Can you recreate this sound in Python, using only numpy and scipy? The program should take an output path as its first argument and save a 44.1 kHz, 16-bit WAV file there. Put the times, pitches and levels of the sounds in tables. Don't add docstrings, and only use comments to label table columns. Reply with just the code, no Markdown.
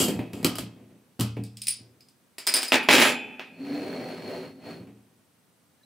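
import sys
import numpy as np
from scipy import signal
from scipy.fft import rfft, irfft, next_fast_len
from scipy.io import wavfile
from scipy.ndimage import map_coordinates

SR = 44100
rng = np.random.default_rng(int(sys.argv[2]) if len(sys.argv) > 2 else 0)


def pcm_store(signal):
    levels = np.round(np.clip(np.atleast_2d(signal), -1, 1) * 32767)
    wavfile.write(sys.argv[1], SR, levels.astype(np.int16).T)


N = 257984

# frequency in Hz, relative level in dB per Hz.
AIR_COLOUR = [(15, -66.5), (25, -35), (86, -4), (140, 1.5), (260, 1), (331, -5), (582, -8), (848, -11.5),
              (1380, -12.5), (1710, -14.5), (5280, -19.5), (7910, -21.5), (8810, -21), (15500, -22)]
AIR_DB = -64
# frequency in Hz, rms level in dB.
WHINE_TONES = [(6040, -92.5), (8107, -80.5), (10137, -85.5), (12086, -93)]
# frequency in Hz, t60 in seconds.
ROOM_DECAY = [(100, 0.26), (260, 0.33), (700, 0.33), (1840, 0.32), (4850, 0.32), (12800, 0.17)]
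# delay in seconds, left and right in dB re direct.
NEAR_ECHOES = [(.0031, -15, -15), (.0079, -12, -14), (.0118, -14, -12), (.0183, -13, -14),
               (.0237, -15, -14)]
ONSET_DB = 31

# start, rise and hold in seconds, gain in dB.
DRAG_SWELLS = [(-.01, 0.0077, 0.044, -23.5), (.32, 0.018, 0.0994, -53.5)]
DRAG_SAG_DB_PER_S, DRAG_RELEASE_DB_PER_S = 67, 240.5
# frequency in Hz, width in Hz, relative level in dB.
DRAG_PEAKS = [(1180, 82, -19.5), (2815, 93, 0.5), (3220, 150, -2), (4750, 290, -2.5), (7590, 1100, -6),
              (12600, 950, -7.5)]
# start, rise and hold in seconds, gain in dB.
SHUFFLE_SWELLS = [(-.01, 0.0066, .12, -28.5), (.33, 0.075, 0.047, -42.5), (.69, 0.075, .25, -53.5),
                  (1.73, .07, .12, -57), (4.66, 0.1, 0.053, -47.5)]
SHUFFLE_SAG_DB_PER_S, SHUFFLE_RELEASE_DB_PER_S = 48.5, 55.5

# start in seconds, thump, wood ring and hard click (before trims) in dB.
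KNOCK_EVENTS = [(.003, -21, -23.5, -25.5), (.029, -29, -25, -26), (0.083, -22, -23.5, -28),
                (.191, -25.5, -31.5, -67), (.333, -33, -34, -39.5), (.429, -31.5, -30, -41.5),
                (0.4458, -20.5, -26, -15.5), (.555, -46, -55, -31.5), (0.5843, -28.5, -49, -26.5),
                (0.617, -44, -33, -62), (.789, -62, -50, -80), (.91, -54, -48.5, -80),
                (1.193, -29, -23.5, -45.5), (1.1976, -38, -30, -28.5), (1.2081, -35, -21, -22.5),
                (1.368, -32, -28.5, -65), (1.801, -70.5, -50, -94.5), (4.8, -48.5, -38, -72),
                (4.872, -46.5, -46, -80.5)]
# frequency in Hz, relative level in dB per Hz.
THUMP_COLOUR = [(40, -30.5), (70, -7), (120, -3), (250, 2.5), (500, -7), (800, -15.5), (1400, -26.5),
                (2500, -22), (6000, -42.5)]
# frequency in Hz, relative level in dB per Hz.
CLICK_COLOUR = [(300, -24), (900, -3), (1200, 2), (1700, -8), (2400, -2.5), (3100, 1.5), (3650, -4),
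                (4400, -1), (5300, -3), (6600, -8.5), (7700, -3.5), (9800, -5), (12000, -4.5), (15500, -9)]
# frequency in Hz, relative level in dB, t60 in seconds.
WOOD_MODES = [(82.8, -21.5, 0.66), (115.2, -6, 0.8), (117.5, -2.5, 0.42), (175.8, -0.5, 0.38),
              (186.2, -5.5, .35), (203.6, -6.5, 1), (206.9, -0.5, 0.54), (239, -11.5, 0.41),
              (285, 1.5, 0.41), (315, -15.5, 0.2), (384, -15, 0.091), (451, -8, 0.51), (479, -16, 0.17),
              (720, -15.5, 0.45), (826, -20.5, 0.5), (986, -18, 0.13), (2430, -28, 0.61), (2560, -22, .65),
              (2600, -24, 0.61)]
# frequency in Hz, relative level in dB, t60 in seconds.
GLASS_FOOT_MODES = [(1200, -3.5, 0.74), (1370, 0, 0.332), (2254, -7, 0.31), (3000, 5, .3), (3220, 0, 0.48),
                    (3220, -5, 0.25), (4050, 8, 0.106), (4410, -13, 0.13), (4870, 9.5, 0.14),
                    (7600, 9.5, 0.08), (8200, -3.5, 0.15)]
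WOOD_TILT_DB, WOOD_DEEPENS = 0, 0.65
CLACK_DB = -20

# start in seconds, tick (before a trim) and steel ring in dB,
# ring tilt in dB per octave.
CLINK_EVENTS = [(1.4374, -44, -56, 7), (1.5705, -42.5, -57, -15.5), (1.6177, -34.5, -36, 5.5),
                (1.6698, -27.5, -34, 16), (1.6822, -26, -16.5, 12.5), (2.0071, -55, -55, -20),
                (2.0857, -58.5, -60, -4), (2.383, -35, -39, -15), (2.468, -22.5, -25.5, -10),
                (2.4728, -20.5, -17, -5), (2.5396, -19, -13.5, 0.5), (2.558, -27.5, -28, -1),
                (2.566, -22, -26.5, -0.5), (2.622, -32.5, -33.5, -5.5), (2.63, -25.5, -33, -4),
                (2.6812, -34.5, -29.5, -9)]
# frequency in Hz, relative level in dB per Hz.
TICK_COLOUR = [(500, -38), (1700, -16.5), (2400, -2), (3300, -3.5), (4300, 0), (5100, 6), (6100, -8),
               (8000, 1), (9700, -3.5), (11200, -13), (13500, -6.5), (15500, -8)]
# frequency in Hz, relative level in dB, t60 in seconds.
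STEEL_MODES = [(4611, -11, .24), (4720, -13, .22), (4890, -7, .18), (4990, -4, .15), (5025, -1, .27),
               (5070, -3, .14), (5235, -10, .2), (8576, -4, .13), (8641, -6, .15), (9545, -7, .14),
               (9592, 0, .17), (9658, -6, .22), (9728, -5, .14), (9840, -9, .14), (10210, -15, .2),
               (13360, -20, .15), (14440, -17, .13), (15580, -20, .12)]
HOOKED_S = 2.3
LOOSE_BODY_DB, HOOKED_BODY_DB = -32.5, -10

# start in seconds, snap in dB, cap ring in dB.
SNAP_EVENTS = [(2.3825, -44.5, -42), (2.7204, -13.5, -31), (2.742, -20.5, -47.5), (2.757, -25.5, -45.5),
               (2.829, -33.5, -47.5), (2.8877, -11, -34), (2.891, -14, -40.5), (2.9114, -23, -33),
               (2.929, -18.5, -22), (2.96, -18.5, -31.5), (2.9819, -14.5, -34.5), (2.999, -19, -23.5),
               (3.015, -14.5, -29), (3.025, -17, -27.5), (3.053, -16.5, -29.5), (3.07, -23, -31),
               (3.3951, -34.5, -69)]
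# frequency in Hz, relative level in dB per Hz.
SNAP_COLOUR = [(60, -31.5), (130, -14.5), (260, 1), (700, -0.5), (1100, -1.5), (1700, 2), (2500, 3.5),
               (3500, -4), (5000, -12), (8000, -26.5), (12000, -27.5), (15500, -25)]
# frequency in Hz, relative level in dB, t60 in seconds.
BOTTLE_MODES = [(245, -3, .7), (278, -3, .6), (381, -4, .5), (427, -4, .85), (507, -5, .45), (805, -10, 1),
                (835, -6, .6), (867, 0, 1.1), (1205, -10, .4), (1556, -12, .85), (1652, -6, .4),
                (1846, -11, .6), (2330, -5, .6), (2380, -6, 1.1), (2423, -2, 1.15), (2455, -2, 1.2),
                (2495, -5, 1), (2553, -6, 1.15), (2632, -1, 1.1), (3058, -9, 1), (3435, -13, 1)]
# frequency in Hz, relative level in dB, t60 in seconds.
CAP_MODES = [(5179, -8, .25), (7277, 0, .3), (8807, -5, .2), (9475, -8, .25), (9792, -5, .22),
             (10292, 0, .2), (12904, -4, .17), (14850, -7, .17)]
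# frequency in Hz, relative level in dB per Hz.
GLOW_COLOUR = [(60, -31), (140, -5.5), (240, 9), (340, -2), (600, -6.5), (860, -3.5), (1050, -18.5),
               (1700, -7), (2100, -11), (2500, 4.5), (2900, -10.5), (3500, -22), (5000, -32),
               (12000, -41.5)]
BOTTLE_DB, BOTTLE_TILT_DB, GLOW_DB = -15, .3, -21
GLOW_FADE_DB_PER_S = 54.5
# start, rise and hold in seconds, gain in dB.
GAS_SWELLS = [(2.718, .007, .03, -24.5), (2.88, 0.028, 0.18, -16.5)]
GAS_SAG_DB_PER_S, GAS_RELEASE_DB_PER_S = 37, 349.5
# frequency in Hz, relative level in dB per Hz.
GAS_COLOUR = [(47, -55.5), (80, -19), (162, -21.5), (252, -2), (621, -2.5), (678, -22), (827, 2),
              (986, -13), (2380, -5.5), (8180, -19), (9980, -22.5), (10900, -36), (15500, -24.5)]

# start, rise and hold in seconds, speed in dB re full speed.
GLASS_PUSHES = [(3.47, 0.28, 0.37, -0.5), (4.12, 0.17, 0.083, -1), (4.55, 0.12, 0.04, -8)]
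PUSH_SAG_DB_PER_S, COAST_DB_PER_S = 6, 113
# frequency in Hz, relative level in dB per Hz.
RUMBLE_COLOUR = [(29, -47), (50, -45), (105, -16), (280, 1), (332, -9), (372, 1.5), (494, 0.5), (706, -7),
                 (1130, -41), (1500, -29), (1950, -40), (3300, -120)]
# frequency in Hz, relative level in dB per Hz.
RUB_COLOUR = [(470, -18), (800, 8.5), (928, 0), (1120, -3), (1310, -3), (2440, -1.5), (3960, -13.5),
              (4370, -12), (4710, -12), (6190, -21), (9920, -22.5), (12200, -30.5), (15500, -20)]
# frequency in Hz, width in Hz, relative level in dB.
GLASS_PEAKS = [(4326, 192, 11.5), (4362, 107, 14), (5770, 74, -14), (9780, 47, -20), (9810, 61, -9)]
DEEP_DB, RUMBLE_DB, RUB_DB, RING_DB = -43, -35, -43.5, -49
RUB_POWER, RING_POWER = 0.47, 0.47
GRIP_SPEED = 0.23
GRIT_SPEED = 0.14
# start, rise and hold in seconds, gain in dB.
JUDDER_SWELLS = [(3.59, 0.017, 0.017, -32), (3.675, .035, 0.019, -26.5)]
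JUDDER_HZ, JUDDER_BEND = 292, 0.051
JUDDER_SAG_DB_PER_S, JUDDER_RELEASE_DB_PER_S = 66, 90

# start in seconds, starting frequency in Hz, gain in dB.
DROP_EVENTS = [(5.778, 3900, -73.5), (5.812, 1717, -65), (5.833, 3950, -56)]
TOP_HZ = 15750


def amp(db):
    return 10 ** (np.asarray(db) / 20)


def unit(x):
    return x / np.sqrt(np.mean(x ** 2) + 1e-20)


def along(points, hz):
    f, value = np.transpose(points)
    return np.interp(np.log(hz + 1), np.log(f + 1), value)


def wobble(rate):
    knots = rng.standard_normal(int(N * rate / SR) + 4)
    return map_coordinates(knots, [np.arange(N) * rate / SR])


def filtered(x, response):
    n = x.shape[-1]
    size = next_fast_len(n + 8192)
    return irfft(rfft(x, size) * response(np.fft.rfftfreq(size, 1 / SR)), size)[..., :n]


def coloured(x, spectrum, size=2048):
    cepstrum = irfft(np.log(amp(along(spectrum, np.fft.rfftfreq(size, 1 / SR)))))
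    cepstrum[1:size // 2] *= 2
    cepstrum[size // 2 + 1:] = 0
    impulse = irfft(np.exp(rfft(cepstrum)))
    impulse = impulse / np.linalg.norm(impulse)
    return signal.fftconvolve(x, impulse[None], axes=1)[:, :x.shape[-1]]


def resonant(x, peaks):
    def response(f):
        total = 0
        for k, (centre, width, db) in enumerate(peaks):
            damping = 1j * f * width
            total = total + (-1) ** k * amp(db) * damping / (centre * centre - f * f + damping)
        return total
    return unit(filtered(x, response))


def spread(count, side_db):
    mid, side = rng.standard_normal((2, count))
    side = amp(side_db) * side
    return unit(np.array([mid + side, mid - side]))


def friction(grain_db, grain_rate, side_db):
    return unit(spread(N, side_db) * amp(grain_db * wobble(grain_rate)))


def add(track, s, sound):
    start = max(round(s * SR), 0)
    track[:, start:start + sound.shape[1]] += sound[:, :N - start]


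def swells(rows, sag_db_per_s, release_db_per_s):
    t, gain = np.arange(N) / SR, np.zeros(N)
    for start, rise, hold, db in rows:
        age = t - start - rise
        fall_db = sag_db_per_s * np.clip(age, 0, hold) + release_db_per_s * np.maximum(age - hold, 0)
        gain += (t >= start) * amp(db + ONSET_DB * np.minimum(age / rise, 0) - fall_db)
    return gain


def nearby(x):
    out = x.copy()
    for delay, left_db, right_db in NEAR_ECHOES:
        add(out, delay, x * amp([[left_db], [right_db]]))
    return out * np.sqrt(np.sum(x ** 2) / np.sum(out ** 2))


def contacts(times, levels_db, spectrum, crack_t60, room_db, side_db):
    track, t = np.zeros((2, N)), np.arange(SR // 2) / SR
    for s, db in zip(times, levels_db):
        crack = rng.standard_normal(len(t)) * amp(-60 * t / crack_t60)
        hz, frame, z = signal.stft(spread(len(t), side_db), SR, nperseg=256)
        fade = amp(-60 * frame / along(ROOM_DECAY, hz)[:, None])
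        tail = signal.istft(z * fade, SR, nperseg=256)[1][:, :len(t)]
        tail = tail * (1 - np.exp(-t / 0.0018))
        level = amp(db) * np.sqrt(SR / 200 / len(t))
        add(track, s, level * (unit(crack) + amp(room_db) * unit(tail)))
    return coloured(track, spectrum)


def rings(times, levels_db, tilts_db, modes, attack, rough, rough_rate, side_db, tilt_top_hz=9600):
    track, t = np.zeros((2, N), complex), np.arange(SR) / SR
    hz, level, t60 = np.transpose(modes)
    envelope = amp(-60 * t / t60[:, None]) * (1 - np.exp(-t / attack))
    fading = (envelope * np.exp(2j * np.pi * hz[:, None] * t)).astype(np.complex64)
    for s, db, tilt_db in zip(times, levels_db, tilts_db):
        octaves = np.log2(np.minimum(hz, tilt_top_hz) / hz[0])
        strength = amp(level + tilt_db * octaves + rng.normal(0, 1.1, len(hz)))
        strength = strength / np.linalg.norm(strength) * np.exp(2j * np.pi * rng.random(len(hz)))
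        side = amp(side_db) * np.exp(2j * np.pi * rng.random(len(hz)))
        pair = np.array([strength * (1 + side), strength * (1 - side)], np.complex64)
        add(track, s, amp(db) * (pair @ fading))
    smear = 1 + rough * (wobble(rough_rate) + 1j * wobble(rough_rate))
    return (track * unit(np.abs(smear)) * np.exp(1j * np.angle(smear))).imag


def background():
    t = np.arange(N) / SR
    whine = sum(amp(db) * np.sqrt(2) * np.sin(2 * np.pi * hz * t) for hz, db in WHINE_TONES)
    return amp(AIR_DB) * coloured(spread(N, side_db=-2), AIR_COLOUR) + whine


def scrape():
    slips = friction(grain_db=-2.0, grain_rate=400, side_db=-7)
    bright = amp(-6.0) * coloured(slips, CLICK_COLOUR) + amp(0.5) * resonant(slips, DRAG_PEAKS)
    dull = coloured(friction(grain_db=1.5, grain_rate=120, side_db=-10), THUMP_COLOUR)
    drag = bright * swells(DRAG_SWELLS, DRAG_SAG_DB_PER_S, DRAG_RELEASE_DB_PER_S)
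    shuffle = dull * swells(SHUFFLE_SWELLS, SHUFFLE_SAG_DB_PER_S, SHUFFLE_RELEASE_DB_PER_S)
    return nearby(drag + shuffle)


def knocks():
    s, thump_db, ring_db, click_db = np.transpose(KNOCK_EVENTS)
    even = np.zeros(len(s))
    thump = contacts(s, thump_db, THUMP_COLOUR, crack_t60=0.04, room_db=0, side_db=-9)
    clack = contacts(s, thump_db + CLACK_DB, SNAP_COLOUR, crack_t60=.012, room_db=-5, side_db=1)
    click = contacts(s, click_db - 2, CLICK_COLOUR, crack_t60=0.021, room_db=-3.0, side_db=-5.5)
    foot = rings(s, click_db - 10.5, even, GLASS_FOOT_MODES, attack=0.00039,
                 rough=0.94, rough_rate=140, side_db=-6.5)
    wood_tilt_db = WOOD_TILT_DB - WOOD_DEEPENS * (ring_db - thump_db)
    top = rings(s, ring_db, wood_tilt_db, WOOD_MODES, attack=0.0013,
                rough=0.16, rough_rate=25, side_db=-24.5, tilt_top_hz=700)
    return nearby(thump + clack + click) + foot + top


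def opener():
    s, tick_db, ring_db, tilt_db = np.transpose(CLINK_EVENTS)
    tick = contacts(s, tick_db - 0.5, TICK_COLOUR, crack_t60=.016, room_db=-0.5, side_db=-6.5)
    body_db = tick_db + np.where(s > HOOKED_S, HOOKED_BODY_DB, LOOSE_BODY_DB)
    body = contacts(s, body_db, SNAP_COLOUR, crack_t60=.02, room_db=4.5, side_db=-9.0)
    steel = rings(s, ring_db, tilt_db, STEEL_MODES, attack=0.00034, rough=0.4, rough_rate=110, side_db=-9.5)
    return nearby(tick + body) + steel


def cap():
    s, snap_db, cap_db = np.transpose(SNAP_EVENTS)
    even = np.zeros(len(s))
    snap = contacts(s, snap_db, SNAP_COLOUR, crack_t60=0.0098, room_db=0.0, side_db=-7.5)
    bottle = rings(s, snap_db + BOTTLE_DB, even + BOTTLE_TILT_DB, BOTTLE_MODES, attack=0.0018,
                   rough=.25, rough_rate=60, side_db=-14.5)
    crown = rings(s, cap_db, even, CAP_MODES, attack=.0005, rough=.15, rough_rate=70, side_db=-8)
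    t, energy = np.arange(N) / SR, np.zeros(N)
    for at, db in zip(s, snap_db):
        energy += (t > at) * amp(db - GLOW_FADE_DB_PER_S * np.abs(t - at)) ** 2
    glow = amp(GLOW_DB) * np.sqrt(energy) * coloured(spread(N, side_db=-9.0), GLOW_COLOUR)
    flow = swells(GAS_SWELLS, GAS_SAG_DB_PER_S, GAS_RELEASE_DB_PER_S)
    sputter = amp(3.3 * wobble(300) + 1.2 * wobble(45))
    gas = flow * sputter * coloured(spread(N, side_db=-9.5), GAS_COLOUR)
    return bottle + crown + nearby(snap + glow + gas)


def slide():
    speed = swells(GLASS_PUSHES, PUSH_SAG_DB_PER_S, COAST_DB_PER_S)
    wood = coloured(friction(grain_db=0.5, grain_rate=180, side_db=-14), RUMBLE_COLOUR)
    deep = coloured(spread(N, side_db=-11.5), RUMBLE_COLOUR)
    deep = unit(filtered(deep, lambda hz: 1 / (1 + (hz / 240) ** 4)))
    rumble = amp(RUMBLE_DB) * speed * wood + amp(DEEP_DB) * np.tanh(speed / GRIP_SPEED) * deep
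    grit = coloured(friction(grain_db=2.0, grain_rate=450, side_db=-7.5), RUB_COLOUR)
    rub = amp(RUB_DB) * speed ** RUB_POWER * grit
    ring = amp(RING_DB) * speed ** RING_POWER * resonant(spread(N, side_db=-7.5), GLASS_PEAKS)
    gritty = np.tanh(speed / GRIT_SPEED) ** 2
    slip_hz = JUDDER_HZ * speed ** JUDDER_BEND * (1 + 0.029 * wobble(70))
    judder_gain = swells(JUDDER_SWELLS, JUDDER_SAG_DB_PER_S, JUDDER_RELEASE_DB_PER_S)
    judder = judder_gain * np.sin(2 * np.pi * np.cumsum(slip_hz) / SR)
    return nearby(rumble + gritty * rub) + gritty * ring + judder


def drops():
    track, t = np.zeros((2, N)), np.arange(SR // 10) / SR
    envelope = np.exp(-t / 0.014) * (1 - np.exp(-t / .001))
    for s, hz, db in DROP_EVENTS:
        bubble = np.sin(2 * np.pi * hz * (t + 0.67 * t * t)) * envelope
        add(track, s, amp(db) * bubble[None])
    return track


def scene():
    placed_cap = cap() * amp([[-.4], [.4]])
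    return background() + scrape() + knocks() + opener() + placed_cap + slide() + drops()


def record(dry):
    mid, side = (dry[0] + dry[1]) / 2, (dry[0] - dry[1]) / 2
    side_points = [(100, -7.5), (500, -3.0), (1000, -1.5)]  # Hz, dB
    side = filtered(side, lambda hz: amp(along(side_points, hz)))
    low_cut = signal.butter(4, 68, "highpass", fs=SR, output="sos")
    pair = signal.sosfilt(low_cut, [mid + side, mid - side])
    pair = pair / (1 + np.abs(pair / .8) ** 6) ** (1 / 6)
    return filtered(pair, lambda hz: 1 / (1 + (hz / TOP_HZ) ** 200))


dry = scene()
out = record(dry)
pcm_store(out)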